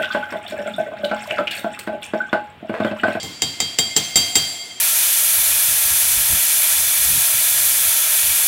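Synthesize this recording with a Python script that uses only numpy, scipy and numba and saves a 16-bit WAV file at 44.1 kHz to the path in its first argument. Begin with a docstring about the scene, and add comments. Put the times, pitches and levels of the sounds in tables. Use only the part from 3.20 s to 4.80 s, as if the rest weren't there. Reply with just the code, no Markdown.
"""A hard-walled workshop: a small hammer taps a metal piece on a bench anvil, about five blows a
second and growing harder. Each blow cracks, rebounds, pings the hammer head, sets the steel ringing
and thumps the bench. The room carries the sound on over a faint bed of air.
It is heard from close by, with a fast limiter holding the peaks down."""
import sys
import numpy as np
from scipy import signal
from scipy.fft import rfft, irfft
from scipy.io import wavfile
from numba import njit

SR = 44100
rng = np.random.default_rng(int(sys.argv[2]) if len(sys.argv) > 2 else 0)


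def put_to_file(sound):
    """Save the sound as 16-bit audio at rate SR, in the file named by the first command-line argument."""
    columns = np.atleast_2d(sound).T  # one column per channel
    safe = np.clip(columns, -1, 1)
    whole_steps = np.round(safe * 32767)
    wavfile.write(sys.argv[1], SR, whole_steps.astype(np.int16))


N = 70560
TIME, FREQS = np.arange(N) / SR, np.fft.rfftfreq(N, 1 / SR)
CONTACT_S, REBOUND_S = 0.00042, 0.00523

# Spectrum of steel hitting steel: f/Hz, level/dB
CRACK_SPECTRUM = [(50, -37), (250, -2), (750, -6.5), (1200, -8), (2000, -7.5), (3000, 0.5), (5000, -8),
                  (6000, 1), (8500, -0.5), (10200, -17.5), (15500, -12)]
# Stereo width of the room sound: f/Hz, side minus mid/dB
ROOM_WIDTH = [(400, -60), (1300, -45), (2000, -15), (2700, -42), (8500, -40), (9700, -8), (11000, -42)]


def undb(db):
    """Decibels to gain."""
    return 10 ** (np.asarray(db) / 20)


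def along(points):
    """Gain at every frequency from points of f/Hz, level/dB."""
    hz, db = np.array(points, float).T
    return undb(np.interp(np.log(FREQS + 1e-9), np.log(hz), db))


def noise(gain, side_gain):
    """Stereo noise of the given spectrum and width, its mid at unit level."""
    mid, side = rfft(rng.standard_normal((2, N))) * gain
    mid, side = irfft(mid, N), irfft(side * side_gain, N)
    return np.array([mid + side, mid - side]) / mid.std()


def fade(start, build_s, t60):
    """Quick attack and exponential decay from a start time."""
    age = np.maximum(TIME - start, 0)
    return (1 - np.exp(-age / build_s)) * np.exp(-np.log(1000) * age / t60)


def fades(starts, dbs, build_s, t60):
    """Envelopes of several blows, added in power."""
    blows = np.broadcast(starts, dbs, build_s)
    return np.sqrt(sum((undb(db) * fade(start, rise, t60)) ** 2 for start, db, rise in blows))


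def sine(hz):
    """A tone with a random phase."""
    return np.sin(2 * np.pi * (hz * TIME + rng.random()))


def struck(modes, starts, dbs, build_s):
    """A few modes that ring freely after each blow."""
    return sum(undb(db + mode_db) * fade(start, build_s, t60) * sine(hz)
               for hz, mode_db, t60 in modes for start, db in zip(starts, dbs))


def burst(spectrum, width, starts, dbs, treble_dbs, build_s, t60, treble_hz=8800):
    """Decaying noise after each blow, with its own treble level per blow."""
    sound = noise(along(spectrum), along(width))
    body = irfft(rfft(sound) / (1 + (FREQS / treble_hz) ** 8), N)
    treble = (sound - body) * fades(starts, dbs + treble_dbs, build_s, t60)
    return body * fades(starts, dbs, build_s, t60) + treble


def hammer_crack(starts, dbs, treble_dbs, rise_s):
    """Steel meets steel three times in each blow: a graze, the crack itself and a rebound."""
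    # Stereo width of the contacts: f/Hz, side minus mid/dB
    width = [(400, -45), (1200, -13), (2200, -18), (4500, -9), (8000, -3), (13000, -10)]
    # lag/s, level/dB, attack/s
    touches = [(-0.0031, -27.5, CONTACT_S), (0, -5, rise_s), (REBOUND_S, -15.5, CONTACT_S)]
    return sum(burst(CRACK_SPECTRUM, width, starts + lag, dbs + db, treble_dbs, rise, t60=0.012)
               for lag, db, rise in touches)


def hammer_ping(starts, force_dbs):
    """The hammer head rings briefly on impact."""
    # Modes of the head: f/Hz, level/dB, t60/s
    modes = [(2076, -14.5, 0.029), (4896, -1.5, 0.014), (7340, -10, 0.016)]
    return struck(modes, starts, force_dbs, CONTACT_S)


def ringing(freqs_hz, tones, starts, dbs, lengths, linger_t60):
    """Each blow damps the old ring and starts a new one; a wavering trace lingers in the room."""
    stops = np.append(starts[1:], np.inf)
    side = along(ROOM_WIDTH)
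    linger = fades(starts, dbs, build_s=0.042, t60=linger_t60)
    out = np.zeros((2, N))
    for hz, (tone_db, t60, linger_db, half_width) in zip(freqs_hz, tones):
        band = 1 / (1 + ((FREQS - hz) / half_width) ** 2)
        out += undb(linger_db) * linger * noise(band, side)
        for start, stop, db, length in zip(starts, stops, dbs, lengths):
            envelope = fade(start, build_s=0.0024, t60=t60 * length)
            damping = np.exp(-np.maximum(TIME - stop, 0) / REBOUND_S)
            out += undb(db + tone_db) * envelope * damping * sine(hz)
    return out


def anvil_ring(starts, dbs, lengths):
    """Anvil and workpiece ring at their natural frequencies."""
    # Main modes of the steel: f/Hz
    freqs_hz = [705, 2109, 3209.5, 3332, 3759, 4669, 7284]
    # Ring of each mode: level/dB, t60/s, linger level/dB, linger half-width/Hz
    modes = [(-25.5, 0.12, -43.5, 52), (-21.5, 0.14, -35.5, 25), (-15.5, 0.41, -30.5, 9.5),
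             (-44, 1.9, -42.5, 3.2), (-16, 0.15, -86, 9.5), (-16.5, 0.57, -30.5, 5.7),
             (-10.5, 0.089, -36.5, 18)]
    return ringing(freqs_hz, modes, starts, dbs, lengths, linger_t60=1.76)


def anvil_clink(starts, dbs, lengths):
    """Hard contacts clink: steel modes, plus a distortion overtone an octave above the strongest."""
    # Bright high tones of the clink, the overtone last, near 15.1 kHz: f/Hz
    freqs_hz = [6194, 7586, 9462, 10176, 11032, 13751, 14208, 15130]
    # Ring of each tone: level/dB, t60/s, linger level/dB, linger half-width/Hz
    tones = [(-31, 0.52, -35.5, 18), (-5.5, 0.11, -28.5, 11.4), (-24.5, 0.17, -41, 26),
             (-43.5, 0.8, -47.5, 9.3), (-34.5, 0.37, -49, 21), (-36, .27, -50, 16), (-30, 0.27, -52, 20),
             (-24, 0.12, -46.5, 100)]
    return ringing(freqs_hz, tones, starts, dbs, lengths, linger_t60=1)


def bench_thump(starts, force_dbs, thump_dbs):
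    """The bench takes the blow: a knock that grows fast with force, a low boom and its own modes."""
    # Deep knock under the heavy blows: f/Hz, level/dB
    knock_spectrum = [(20, -12), (50, -1.5), (140, 3), (300, -5), (460, 7.5), (600, -48), (760, 2),
                      (1100, -11), (2500, -14.5)]
    # Boom of the bench: f/Hz, level/dB
    boom_spectrum = [(25, -42), (55, -22), (80, -6.5), (150, -0.5), (300, -1), (480, -14.5), (1000, -12.5),
                     (3000, -24.5)]
    # Low modes of the bench: f/Hz, level/dB, t60/s
    modes = [(91.8, -37, 0.48), (113.4, -41.5, 0.35), (151, -34, 0.32), (269, -45.5, 0.34),
             (331, -41, 0.28), (450, -28, 0.16), (782, -25, 0.09)]
    knock = noise(along(knock_spectrum), 0) * fades(starts, 1.8 * force_dbs - 23, CONTACT_S, t60=0.097)
    boom = noise(along(boom_spectrum), 0) * fades(starts, thump_dbs - 32, build_s=0.005, t60=0.53)
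    return knock + boom + struck(modes, starts, thump_dbs, build_s=0.011)


def workshop_reverb(starts, force_dbs, treble_dbs):
    """Hard walls return each crack as near reflections and a longer tail."""
    # Colour of the tail: f/Hz, level/dB
    spectrum = [(200, -24), (700, -6.5), (1200, -14), (1800, -8), (2800, -3), (5000, -1), (6000, -9),
                (7700, -3.5), (10200, -16.5), (15500, -21.5)]
    early = burst(CRACK_SPECTRUM, ROOM_WIDTH, starts, force_dbs - 13.5, treble_dbs,
                  build_s=0.005, t60=0.12)
    tail = burst(spectrum, ROOM_WIDTH, starts, force_dbs - 26, treble_dbs, build_s=0.0039, t60=1)
    return early + tail


def still_air():
    """Faint, steady room tone under the blows."""
    # Colour of the room tone: f/Hz, level/dB
    spectrum = [(25, -30), (50, -26), (85, -2.5), (300, -0.5), (800, -8), (1500, -6), (4500, -2.5),
                (10000, -15), (16000, -53)]
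    return undb(-42.5) * noise(along(spectrum), along(ROOM_WIDTH))


def scene():
    """One run of blows drives hammer, anvil, bench and room; the first is already dying away."""
    # Hammer blows: t/s, ring/dB, clink over ring/dB, ring length factor, crack/dB,
    # treble/dB, crack attack/s, force/dB, thump/dB
    blows = [(-.16, -3.5, -6, 1.17, -11, -19, .0005, 2, 1),
             (0.03, -24.5, -41, 0.48, -13.5, 2, 0.00093, -20, -1),
             (0.2202, -5, -10.5, 1.04, 2, -1.5, 0.00049, -4, 0),
             (0.4028, -7, -14, 1.28, 0.5, -1.5, 0.00044, -4, -2),
             (0.5867, -0.5, -5.5, 1.02, 4, 1, 0.00077, -2.5, 0.5),
             (0.7642, -1, 5, 0.53, 10.5, -6.5, 0.0016, 1, 1),
             (.9572, 3, 1.5, 0.89, -3.5, 4.5, 0.00074, 3, 4.5),
             (1.1545, 0.5, 1.5, 0.83, 4.5, 4, .0015, 2, 1)]
    starts, ring_db, high_db, lengths, crack_db, treble_db, rise_s, force_db, thump_db = np.array(blows).T
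    anvil = anvil_ring(starts, ring_db, lengths) + anvil_clink(starts, ring_db + high_db, lengths)
    hammer = hammer_ping(starts, force_db) + hammer_crack(starts, crack_db, treble_db, rise_s)
    room = workshop_reverb(starts, force_db, treble_db)
    return hammer + anvil + bench_thump(starts, force_db, thump_db) + room + still_air()


@njit
def follow(x, attack_s, release_s):
    """Level follower with separate attack and release."""
    out, level = np.empty(len(x)), 0.
    for i in range(len(x)):
        level += (x[i] - level) / (SR * (attack_s if x[i] > level else release_s))
        out[i] = level
    return out


def record(dry):
    """A fast limiter ducks each blow, the peaks are rounded and the top is cut."""
    limit_db, top_hz = -5.5, 15800
    level = follow(np.abs(dry).max(axis=0), attack_s=0.00093, release_s=0.0085)
    held = dry / np.maximum(level / undb(limit_db), 1)
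    lowpass = signal.ellip(8, 0.2, 70, top_hz, fs=SR, output="sos")
    return signal.sosfilt(lowpass, np.tanh(held))


dry = scene()
out = record(dry)
put_to_file(out)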